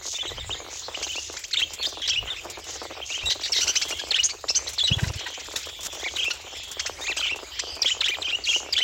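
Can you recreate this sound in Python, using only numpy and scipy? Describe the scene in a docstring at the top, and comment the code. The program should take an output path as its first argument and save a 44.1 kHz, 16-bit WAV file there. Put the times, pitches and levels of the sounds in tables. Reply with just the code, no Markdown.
"""In an aviary, close to one microphone, a flock of budgerigars chatters while feeding on leafy branches.
Near birds chirp, warble, yip, rasp and scold over the ringing calls of birds farther off.
Voices are vibrating membranes coloured by throat and beak; scolds are shaped noise.
Beaks and feet knock on the branches as struck resonances, leaves and husks snap as bursts of noise,
a faint high crackling hiss comes and goes, and wings push air at the microphone in low swings of pressure."""
import sys
import numpy as np
from scipy import signal
from scipy.fft import rfft, irfft, next_fast_len
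from scipy.io import wavfile
from scipy.ndimage import uniform_filter1d

SR = 44100
rng = np.random.default_rng(int(sys.argv[2]) if len(sys.argv) > 2 else 0)


def master_out(mix):
    """Clip the mix to full scale and print it as 16-bit PCM to the path in sys.argv[1]."""
    frames = np.transpose(np.atleast_2d(mix))
    ceiling = np.clip(frames, -1, 1)
    pcm = np.round(ceiling * 32767).astype(np.int16)
    wavfile.write(sys.argv[1], SR, pcm)


N = 389403
EDGE_HZ = 16100  # upper limit of the recorded band

# Ways to bend a note: turning point [share of the note], bend away from it [log pitch per squared share,
# negative = upward], roughness [0-1], trill depth [share of the pitch]
ARCH = (0.54, 0.817, 0.073, 0.013)
HOOP = (.46, 2.4, .08, 0)
RISE = (.75, .42, .04, 0)
SWEEP = (.85, .85, .05, 0)
CLIMB = (.12, -1.05, .05, 0)
LIFT = (0, -.47, .08, 0)
DIP = (.5, -0.913, 0.17, 0.057)
FLICK = (0, .6, .17, .03)
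FALL = (0, .15, .07, 0)
LEVEL = (.5, .06, .08, 0)
BUZZ = (.45, .3, .36, .14)
# Resonances of the throat behind a wide-open beak: f/Hz, gain/dB
OPEN_BEAK = [(800, 4), (2000, 1.5), (3200, 3.5), (4300, 5), (6000, 6), (7500, 0), (9000, -34),
             (15000, -15.5)]
# Colour of the snaps and of the high crackling hiss: f/Hz, gain/dB
SNAP_COLOUR = [(900, -2.5), (4000, 1.5), (7300, 8.5), (9000, -7), (13500, -8.5), (15000, -8)]


def amp(db):
    """Decibels to gain."""
    return 10 ** (np.asarray(db) / 20)


def unit(x):
    """Scales to rms 1."""
    return x / np.sqrt(np.mean(x ** 2) + 1e-20)


def read(points, hz):
    """Reads a spectrum on a log-frequency axis."""
    f, value = np.transpose(points)
    return np.interp(np.log(hz + 1), np.log(f), value)


def colour(x, points):
    """Filters by a spectrum in dB."""
    size = next_fast_len(len(x))
    gain = amp(read(points, np.fft.rfftfreq(size, 1 / SR)))
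    return irfft(rfft(x, size) * gain, size)[:len(x)]


def wander(count, rate_hz):
    """Smooth random motion of about rms 1."""
    size = next_fast_len(count + 4096)
    smoothing = np.exp(-(np.fft.rfftfreq(size, 1 / SR) / rate_hz) ** 2)
    return unit(irfft(rfft(rng.standard_normal(size)) * smoothing, size))[:count]


def ring(x, hz, width_hz):
    """A two-pole resonance."""
    return signal.lfilter(*signal.iirpeak(min(hz, SR / 2 - 1), hz / width_hz, SR), x)


def progress(length):
    """Runs from 0 to 1 over a length in seconds."""
    return np.linspace(0, 1, max(int(length * SR), 64))


def shaped(x, db, taper):
    """Fades both ends and sets the rms level."""
    return amp(db) * unit(x * signal.windows.tukey(len(x), taper))


def play(rows, source):
    """Places one sound for each row at its time."""
    mix = np.zeros(N + SR)
    for s, *rest in rows:
        sound = source(*rest)
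        start = max(int(s * SR), 0)
        mix[start:start + len(sound)] += sound
    return mix[:N]


def scatter(db, spread_db, count):
    """Rows (t/s, level/dB) of small events at random moments."""
    return [(a * N / SR, db + spread_db * (2 * b - 1)) for a, b in rng.random((count, 2))]


def song(phrase, renditions):
    """Rows of notes for a learned phrase, sung faster or slower, higher or lower."""
    return [(s + start * length, share * length, bend, ratio * hz, db + accent_db)
            for s, length, hz, db in renditions
            for start, share, bend, ratio, accent_db in phrase]


def wash(db=-42, patchy_db=5.5, swell_db=1, steady_hz=220):
    """The background hiss comes and goes in patches of pitch and time, over a steadier rumble."""
    # Background noise: f/Hz, gain/dB
    air = [(20, -15), (75, 9.5), (140, -9), (230, -20), (350, -4.5), (1400, -11), (3400, -4), (4400, -7.5),
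           (7200, -6.5), (9000, -31), (13500, -28.5), (15000, -24)]
    hz, _, z = signal.stft(colour(rng.standard_normal(N), air), SR, nperseg=512, noverlap=384)
    across_pitch = uniform_filter1d(rng.standard_normal(z.shape), size=14, axis=0)
    patches = unit(uniform_filter1d(across_pitch, size=26, axis=1))
    patch_gain = amp(patchy_db * patches * (hz / (hz + steady_hz))[:, None])
    hiss = signal.istft(z * patch_gain, nperseg=512, noverlap=384)[1][:N]
    return amp(db) * unit(hiss) * amp(swell_db * wander(N, 2.3))


def syrinx(hz, rough, tract, jitter=0.16, drift=.012, slope_db=0, lift_db=0, rasp_hz=900):
    """A vibrating membrane heard through the throat; when rough it jitters and doubles its period."""
    count = len(hz)
    unsteady = jitter * rough * wander(count, rasp_hz) + drift * wander(count, 240)
    phase = 2 * np.pi * np.cumsum(hz * (1 + unsteady)) / SR
    tone = 0
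    for k in range(1, 5):
        harmonic_db = read(tract, k * hz) + slope_db * (k + 0.5) + lift_db * (k == 2)
        tone = tone + amp(harmonic_db) * (k * hz < EDGE_HZ) * np.sin(k * phase)
    # level by the stronger of the first two harmonics
    tone = tone / amp(np.maximum(read(tract, hz), read(tract, 2 * hz) + slope_db + lift_db))
    # alternate cycles differ in strength, which adds side tones halfway between the harmonics
    doubling = 1 + 1.34 * rough * wander(count, 127) * np.cos(phase / 2)
    flutter = np.exp(.6 * np.sqrt(abs(rough)) * np.tanh(wander(count, 300)))
    turbulence = .22 * rough * unit(colour(rng.standard_normal(count), tract))
    return (tone * doubling + turbulence) * flutter


def note(length, bend, turn_hz, db, slack_db=9, attack_s=0.0018, release_s=0.0023,
         whim=0.0228, trill_hz=140):
    """The pitch curves away from a turning point; the farther it strays, the weaker and hoarser the voice."""
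    # Throat resonances: f/Hz, gain/dB
    throat = [(900, -21), (2000, 10), (3500, 15), (4600, 0.5), (6500, 5), (7800, 4.5), (9000, -69),
              (15000, -10)]
    # Low notes are richer in overtones: pitch f/Hz, lift of the second harmonic/dB
    overtones = [(1900, 7), (2500, -2)]
    u = progress(length)
    turn, curve, rough, trill = bend
    away = (u - turn) ** 2
    quiver = trill * np.sin(2 * np.pi * (trill_hz * length * u + rng.random())) + whim * wander(len(u), 74.0)
    hz = turn_hz * np.exp(quiver - curve * away)
    attack = np.minimum(u * length / attack_s, 1)
    release = np.minimum((1 - u) * length / release_s, 1)
    effort = amp(-slack_db * away)
    voice = syrinx(hz, rough * (.5 + 3 * away), throat, slope_db=-6.5, lift_db=read(overtones, hz))
    return amp(db) * unit(voice * attack * release * effort)


def among_leaves(x, count=4, strength=0.29, delay_s=.009):
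    """Nearby leaves and bars return a few early echoes, so a sweeping pitch swells and fades."""
    out = np.pad(x, (0, int(delay_s * SR) + 1))
    for delay, sign in zip(rng.random(count), rng.choice([-1, 1], count)):
        start = int(delay * delay_s * SR)
        out[start:start + len(x)] += sign * strength * x
    return out


def whistle(length, bend, hz, db):
    """One note, heard through the foliage."""
    return among_leaves(note(length, bend, hz, db))


def flock(count=170, db=-54.0, spread_db=3):
    """The other birds slur short notes at random."""
    bends = [ARCH, RISE, SWEEP, DIP]
    rows = [(a * N / SR, .015 + .035 * b, bends[int(c * len(bends))], 1900 + 2000 * d,
             db + spread_db * (2 * e - 1))
            for a, b, c, d, e in rng.random((count, 5))]
    return play(rows, whistle)


def knock(db, hz=740, ring_s=0.0088, rattle=0.38):
    """A dull tap rings a branch, then a few separate ticks of twigs ring with it."""
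    t = np.arange(2048) / SR
    tap = 1. * (t == 0)
    branch_hz = hz * np.exp(0.16 * rng.standard_normal())
    blow = ring(ring(tap, branch_hz, 670), hz, 2300)
    ticks = rng.standard_normal(len(t)) * (rng.random(len(t)) < 400 / SR)  # about 400 a second
    twigs = unit(ring(ring(ticks, 395, 315), hz, 2000)) * np.exp(-t / ring_s)
    band = signal.butter(3, [270, 1700], "band", fs=SR)
    return amp(db) * signal.lfilter(*band, blow / abs(blow).max() + rattle * twigs)


def scold(length, db, flutter_db=2.5, flutter_hz=220):
    """A hoarse, fluttering screech of coloured noise that swells and fades."""
    # Colour of the screech: f/Hz, gain/dB
    screech_colour = [(1200, -66), (3000, -7.5), (4600, -4.5), (6700, 5), (7500, -5), (8800, -23.5),
                      (15000, -30)]
    u = progress(length)
    flutter = amp(flutter_db * wander(len(u), flutter_hz))
    screech = colour(rng.standard_normal(len(u)), screech_colour) * flutter
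    return amp(db) * unit(screech * np.sqrt(abs(np.sin(np.pi * u))))


def peeps():
    """Rows of notes for the peep: an arch, a fall and a low dip."""
    # Learned phrase: start and length [shares of the phrase], bend, pitch [ratio], accent/dB
    phrase = [(0, 0.24, ARCH, .92, 0), (.27, 0.32, FALL, 1.07, 2.5), (.62, .38, DIP, .52, -8)]
    # Each time it is sung: t/s, length/s, f/Hz, level/dB
    renditions = [(0.184, 0.083, 3380, -33), (0.255, .08, 3630, -33), (.373, 0.088, 3600, -36),
                  (.503, .078, 3450, -33), (2.272, 0.11, 3446, -34.5)]
    return song(phrase, renditions)


def draught(length, db, hz=85, width_hz=70):
    """Stirred air buffets the microphone in a low swell."""
    return shaped(ring(wander(len(progress(length)), 135), hz, width_hz), db, 0.62)


def snap(db, crack_s=0.011, crumble=0.13):
    """A dry crack with a trail of tiny fractures."""
    t = np.arange(1024) / SR
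    grains = rng.standard_normal(len(t))
    fractures = crumble * grains ** 3 / 2 * np.exp(-t / 0.065)
    crack = colour(grains * np.exp(-t / crack_s) + fractures, SNAP_COLOUR)
    return 2 * amp(db) * crack / abs(crack).max()


def jostling(db=-36, spread_db=8, busiest_s=5.6, count=150):
    """Rows (t/s, level/dB) of small crackles, thickest while the birds crowd over the leaves."""
    times = rng.triangular(0, min(busiest_s, N / SR), N / SR, count)
    return list(zip(times, db + spread_db * rng.uniform(-2.0, 1, count)))


def yip(length, top_hz, db, bright_db, strain=0.23, crest_s=.019, sweep=0.97, sag_per_s=1.52):
    """The pitch shoots up over an octave, then sags; bright_db lifts or cuts the second harmonic."""
    past = progress(length) * length - crest_s
    hz = top_hz * np.exp(-np.where(past < 0, sweep * (past / crest_s) ** 2, sag_per_s * past))
    voice = syrinx(hz, strain, OPEN_BEAK, drift=strain / 10, lift_db=bright_db)
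    return among_leaves(shaped(voice, db, 0.64))


def warbles():
    """Rows of notes for the warble: six quick notes leaping up and down."""
    # Learned phrase: start and length [shares of the phrase], bend, pitch [ratio], accent/dB
    phrase = [(0, .13, FLICK, 1.42, 0.5), (.18, .2, ARCH, 1.12, 2.5), (.37, 0.12, LEVEL, .9, -2.3),
              (.47, .13, DIP, 1.03, 1.4), (.59, .08, FLICK, 1.3, 0), (.68, .33, RISE, 1, 1.7)]
    # Each time it is sung: t/s, length/s, f/Hz, level/dB
    renditions = [(1.067, .13, 2860, -36.5), (2.075, .12, 2967, -29), (3.115, 0.15, 2795, -36),
                  (6.16, .13, 2820, -28), (7.2, .137, 2757, -28.5), (8.218, 0.14, 2863, -29.5)]
    return song(phrase, renditions)


def yip_runs(length=0.023, top_hz=2750, strain=0.019, bright_db=-1):
    """Birds rattle off short, relaxed yips at an even pace."""
    # Quick runs of soft yips: start t/s, end t/s, spacing/s, level/dB
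    runs = [(1.364, 1.54, 0.071, -37.5), (3.406, 3.498, 0.066, -33.5), (5.075, 5.2, .057, -38.5),
            (5.278, 5.7, 0.058, -41)]
    rows = [(s, length, top_hz * rng.uniform(0.85, 1.2), db + 2 * rng.standard_normal(), bright_db, strain)
            for start, end, step, db in runs for s in np.arange(start, end, step)]
    return play(rows, yip)


def chirps():
    """Each chirp opens with a downward flick from its own height, then steps up, buzzes and sweeps up again."""
    # Learned phrase: start and length [shares of the phrase], bend, pitch [ratio], accent/dB
    phrase = [(.25, 0.11, LIFT, .68, -4), (.355, .105, RISE, 1.13, 8), (.48, .2, BUZZ, 1.08, 2.5),
              (.68, .13, LIFT, .58, -4), (.78, .22, RISE, .99, 5.5)]
    # Each time it is sung: t/s, length/s, f/Hz, level/dB, opening f/Hz
    renditions = [(1.53, 0.11, 3150, -28, 4450), (4.107, 0.1, 3040, -26.5, 4610),
                  (7.818, 0.11, 3133, -26.5, 5460), (8.006, .097, 3100, -26.5, 4060),
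                  (8.725, 0.11, 3214, -26.5, 5070)]
    flicks = [(s, .17 * length, FLICK, opening_hz, db + 5) for s, length, _, db, opening_hz in renditions]
    return flicks + song(phrase, [row[:-1] for row in renditions])


def rasp(length, hz, db, pulse_hz=215, width_share=1.0, slur_hz=55):
    """Low, mostly upward slurs run together, chopped some 215 times a second; the throat lifts harmonic 2."""
    u = progress(length)
    cycle = np.cumsum(pulse_hz * np.exp(wander(len(u), 160) / 10)) / SR % 1
    chop = .5 + np.exp(-cycle / .4)
    slur = u * max(1, round(length * slur_hz)) % 1
    voice = syrinx(hz / 2 * np.exp(-(slur - .6) ** 2), .42, OPEN_BEAK, jitter=.13, lift_db=4)
    squawk = ring(np.tanh(unit(voice * chop) / 2), hz, width_share * hz)
    return among_leaves(shaped(squawk, db, 0.93))


def crackling_hiss(length, db):
    """Clumps of tiny high crackles."""
    count = len(progress(length))
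    crackles = rng.standard_normal(count) ** 3 * np.exp(wander(count, 60) / 2)
    return shaped(colour(crackles, SNAP_COLOUR), db, .5)


def far_whistle(length, hz, db):
    """A nearly level note, smeared by many reflections."""
    u = progress(length)
    phase = 2 * np.pi * np.cumsum(hz * (1 + 0.058 * (np.sin(np.pi * u) - .5))) / SR
    smeared = wander(len(u), 470) * np.cos(phase) + wander(len(u), 190) * np.sin(phase)
    return shaped(smeared, db, 0.092)


def wing(db, hz=100, swing_s=0.005, eddy=0.076, eddy_s=0.014):
    """A downstroke: pressure dips, pushes and rebounds, then eddies; harder strokes swing more sharply."""
    t = np.arange(SR // 10) / SR
    eddies = unit(ring(rng.standard_normal(len(t)), hz, hz)) * t / eddy_s * np.exp(1 - t / eddy_s)
    # the swing is centred 20 ms in, and squeezed in time by the strength of the stroke
    t = (t - .02) * amp(.3 * (db + 18))
    push = np.sin(2 * np.pi * hz * t) * np.exp(-(t / swing_s) ** 2)
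    return 1.38 * amp(db) * signal.lfilter(*signal.butter(2, 55, "high", fs=SR), push + eddy * eddies)


def swoops():
    """Rows of notes for the swoop: a low climb running into a steep hoop."""
    # Learned phrase: start and length [shares of the phrase], bend, pitch [ratio], accent/dB
    phrase = [(0, 0.63, CLIMB, .67, -8.5), (.45, .55, HOOP, 0.98, 1)]
    # Each time it is sung: t/s, length/s, f/Hz, level/dB
    renditions = [(5.991, 0.1, 2450, -32.5), (7.012, 0.12, 2716, -29.5), (8.05, .11, 2490, -32)]
    return song(phrase, renditions)


def aviary(x):
    """Sparse reflections, each band dying at its own speed."""
    # Reverberation: f/Hz, t60/s
    decay = [(400, 0.062), (3000, 0.44), (9000, 0.43)]
    taps = rng.standard_normal(SR) * (rng.random(SR) < .06) * (np.arange(SR) > 200)
    hz, t, z = signal.stft(taps, SR, nperseg=256)
    fading = amp(-60 * t / read(decay, hz)[:, None])
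    tail = signal.istft(z * fading, SR, nperseg=256)[1]
    return signal.fftconvolve(x, tail / np.linalg.norm(tail))[:N]


def scene():
    """Near birds, the flock behind them, feeding noises and the wash of the aviary."""
    # Hoarse high scolding: t/s, length/s, level/dB
    scoldings = [(.02, 0.17, -34), (.7, .13, -38), (.92, 0.5, -40.5), (2.66, .12, -38), (3.05, 0.14, -37.5),
                 (5.92, 0.45, -43.5), (8.45, 0.16, -33)]
    # Single notes: t/s, length/s, bend, f/Hz at the turning point, level/dB
    single_notes = [(0.143, 0.029, LEVEL, 3680, -35), (0.943, 0.014, SWEEP, 3040, -32.5),
                    (1.788, 0.053, LEVEL, 4320, -36), (1.826, 0.037, DIP, 3232, -25),
                    (1.851, 0.022, SWEEP, 4920, -28.5), (2.017, 0.051, DIP, 3140, -30.5),
                    (2.076, 0.0092, FLICK, 5540, -26.5), (2.363, .036, ARCH, 2775, -33.5),
                    (3.014, .029, ARCH, 3230, -36), (3.092, 0.068, RISE, 2880, -33.5),
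                    (3.258, 0.036, LEVEL, 3774, -24), (3.433, 0.0364, BUZZ, 4250, -28.5),
                    (3.52, 0.023, FLICK, 5490, -22.5), (4.782, 0.022, DIP, 3720, -23),
                    (4.801, 0.027, RISE, 3546, -22.5), (4.838, 0.026, LEVEL, 3876, -20),
                    (4.878, 0.0186, LEVEL, 3040, -22), (4.913, .036, RISE, 3270, -23),
                    (7.237, 0.037, BUZZ, 2700, -29.5), (8.438, 0.033, FLICK, 4590, -31),
                    (8.469, 0.025, RISE, 2820, -25), (8.488, 0.019, LEVEL, 3310, -22),
                    (8.508, 0.016, LEVEL, 2674, -24), (8.529, 0.041, RISE, 3030, -22)]
    # Air stirred by passing birds: t/s, length/s, level/dB
    stirred_air = [(.22, 0.39, -43), (2.13, 0.19, -45), (3.22, 0.095, -41)]
    # Knocks on the branches: t/s, level/dB ahead of the branch's band filter
    branch_knocks = [(.495, -19), (.973, -25), (2.817, -20), (2.911, -23.5), (4.441, -21), (6.063, -24),
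                     (6.896, -23.5), (6.998, -25), (7.095, -24), (7.39, -25), (8.186, -22)]
    # Upswept notes, beak wide open: t/s, length/s, top f/Hz, level/dB, lift of the second harmonic/dB
    upswept = [(1.021, 0.035, 3030, -29.5, -0.5), (2.083, 0.025, 2930, -24, 12),
               (3.602, 0.048, 3010, -24, 1.5), (3.666, .054, 3076, -23, -0.5),
               (3.752, 0.03, 3070, -21, 1.5), (3.813, 0.025, 2720, -25, 3), (3.9, 0.042, 2830, -30.5, -12),
               (4.226, 0.046, 3336, -22.5, 23), (4.286, 0.037, 2326, -32, 5.5),
               (4.479, 0.042, 2734, -24.5, 8.5), (4.543, 0.046, 3120, -22.5, 13),
               (6.792, 0.023, 2805, -26.5, 0), (6.857, .024, 2750, -29, -6), (7.163, 0.036, 3150, -28, -6),
               (7.589, 0.022, 2635, -26.5, -0.5)]
    # Snaps of leaves and husks: t/s, level/dB (snap() peaks 6 dB above it)
    leaf_snaps = [(1.7344, -27), (5.5616, -23), (6.7144, -25.5)]
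    # Buzzing squawks: t/s, length/s, throat resonance f/Hz, level/dB
    squawks = [(3.285, 0.059, 4050, -25.5), (3.53, 0.089, 4210, -26), (3.985, 0.027, 3356, -31),
               (4.665, 0.027, 4250, -31), (4.862, 0.028, 4230, -30), (4.98, 0.0274, 1900, -33),
               (5.03, 0.0237, 2080, -35), (5.255, .028, 1954, -34), (5.556, .014, 3980, -27),
               (6.3, 0.025, 2924, -26)]
    # Faint high crackling hiss: t/s, length/s, level/dB
    faint_hiss = [(3.45, 0.67, -44), (4.94, .17, -44), (5.825, 0.058, -32.5)]
    # Long whistles of distant birds: t/s, length/s, f/Hz, level/dB ahead of the gain on the birds behind
    distant = [(3.76, 0.28, 3193, -43.5), (5.17, 0.21, 3135, -45.5), (5.62, 0.36, 3340, -48.5),
               (6.47, 0.42, 3220, -46.5), (7.51, 0.21, 3090, -45.5), (7.67, 0.1, 4770, -43)]
    # Wing beats: t/s at the middle of the swing, stroke level/dB
    wing_beats = [(4.918, -14), (4.973, -21), (5.033, -14), (5.075, -22), (5.103, -23), (5.162, -25.5)]

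    near = play(chirps() + warbles() + swoops() + peeps() + single_notes, whistle)
    near += play(upswept, yip) + yip_runs()
    near += play(squawks, rasp) + play(scoldings, scold)
    behind = flock() + play(distant, far_whistle)
    knocks = play([*branch_knocks, *scatter(-33.0, 7.9, count=340)], knock)
    crackles = play([*leaf_snaps, *jostling()], snap) + play(faint_hiss, crackling_hiss)
    wings = play([(s - .02, db) for s, db in wing_beats], wing) + play(stirred_air, draught)
    echo = aviary(amp(-14.5) * near + amp(1.0) * behind)
    return (near + amp(4) * behind + knocks + crackles + wings + wash() + echo)[None]


def record(dry, ceiling=0.38):
    """The recorder rounds off the highest peaks, then limits the band."""
    rounded = ceiling * dry / (ceiling ** 4 + dry ** 4) ** .25
    lowpass = signal.firwin(511, EDGE_HZ, window=("kaiser", 9), fs=SR)
    return signal.oaconvolve(rounded, lowpass[None], "same")


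dry = scene()
out = record(dry)
master_out(out)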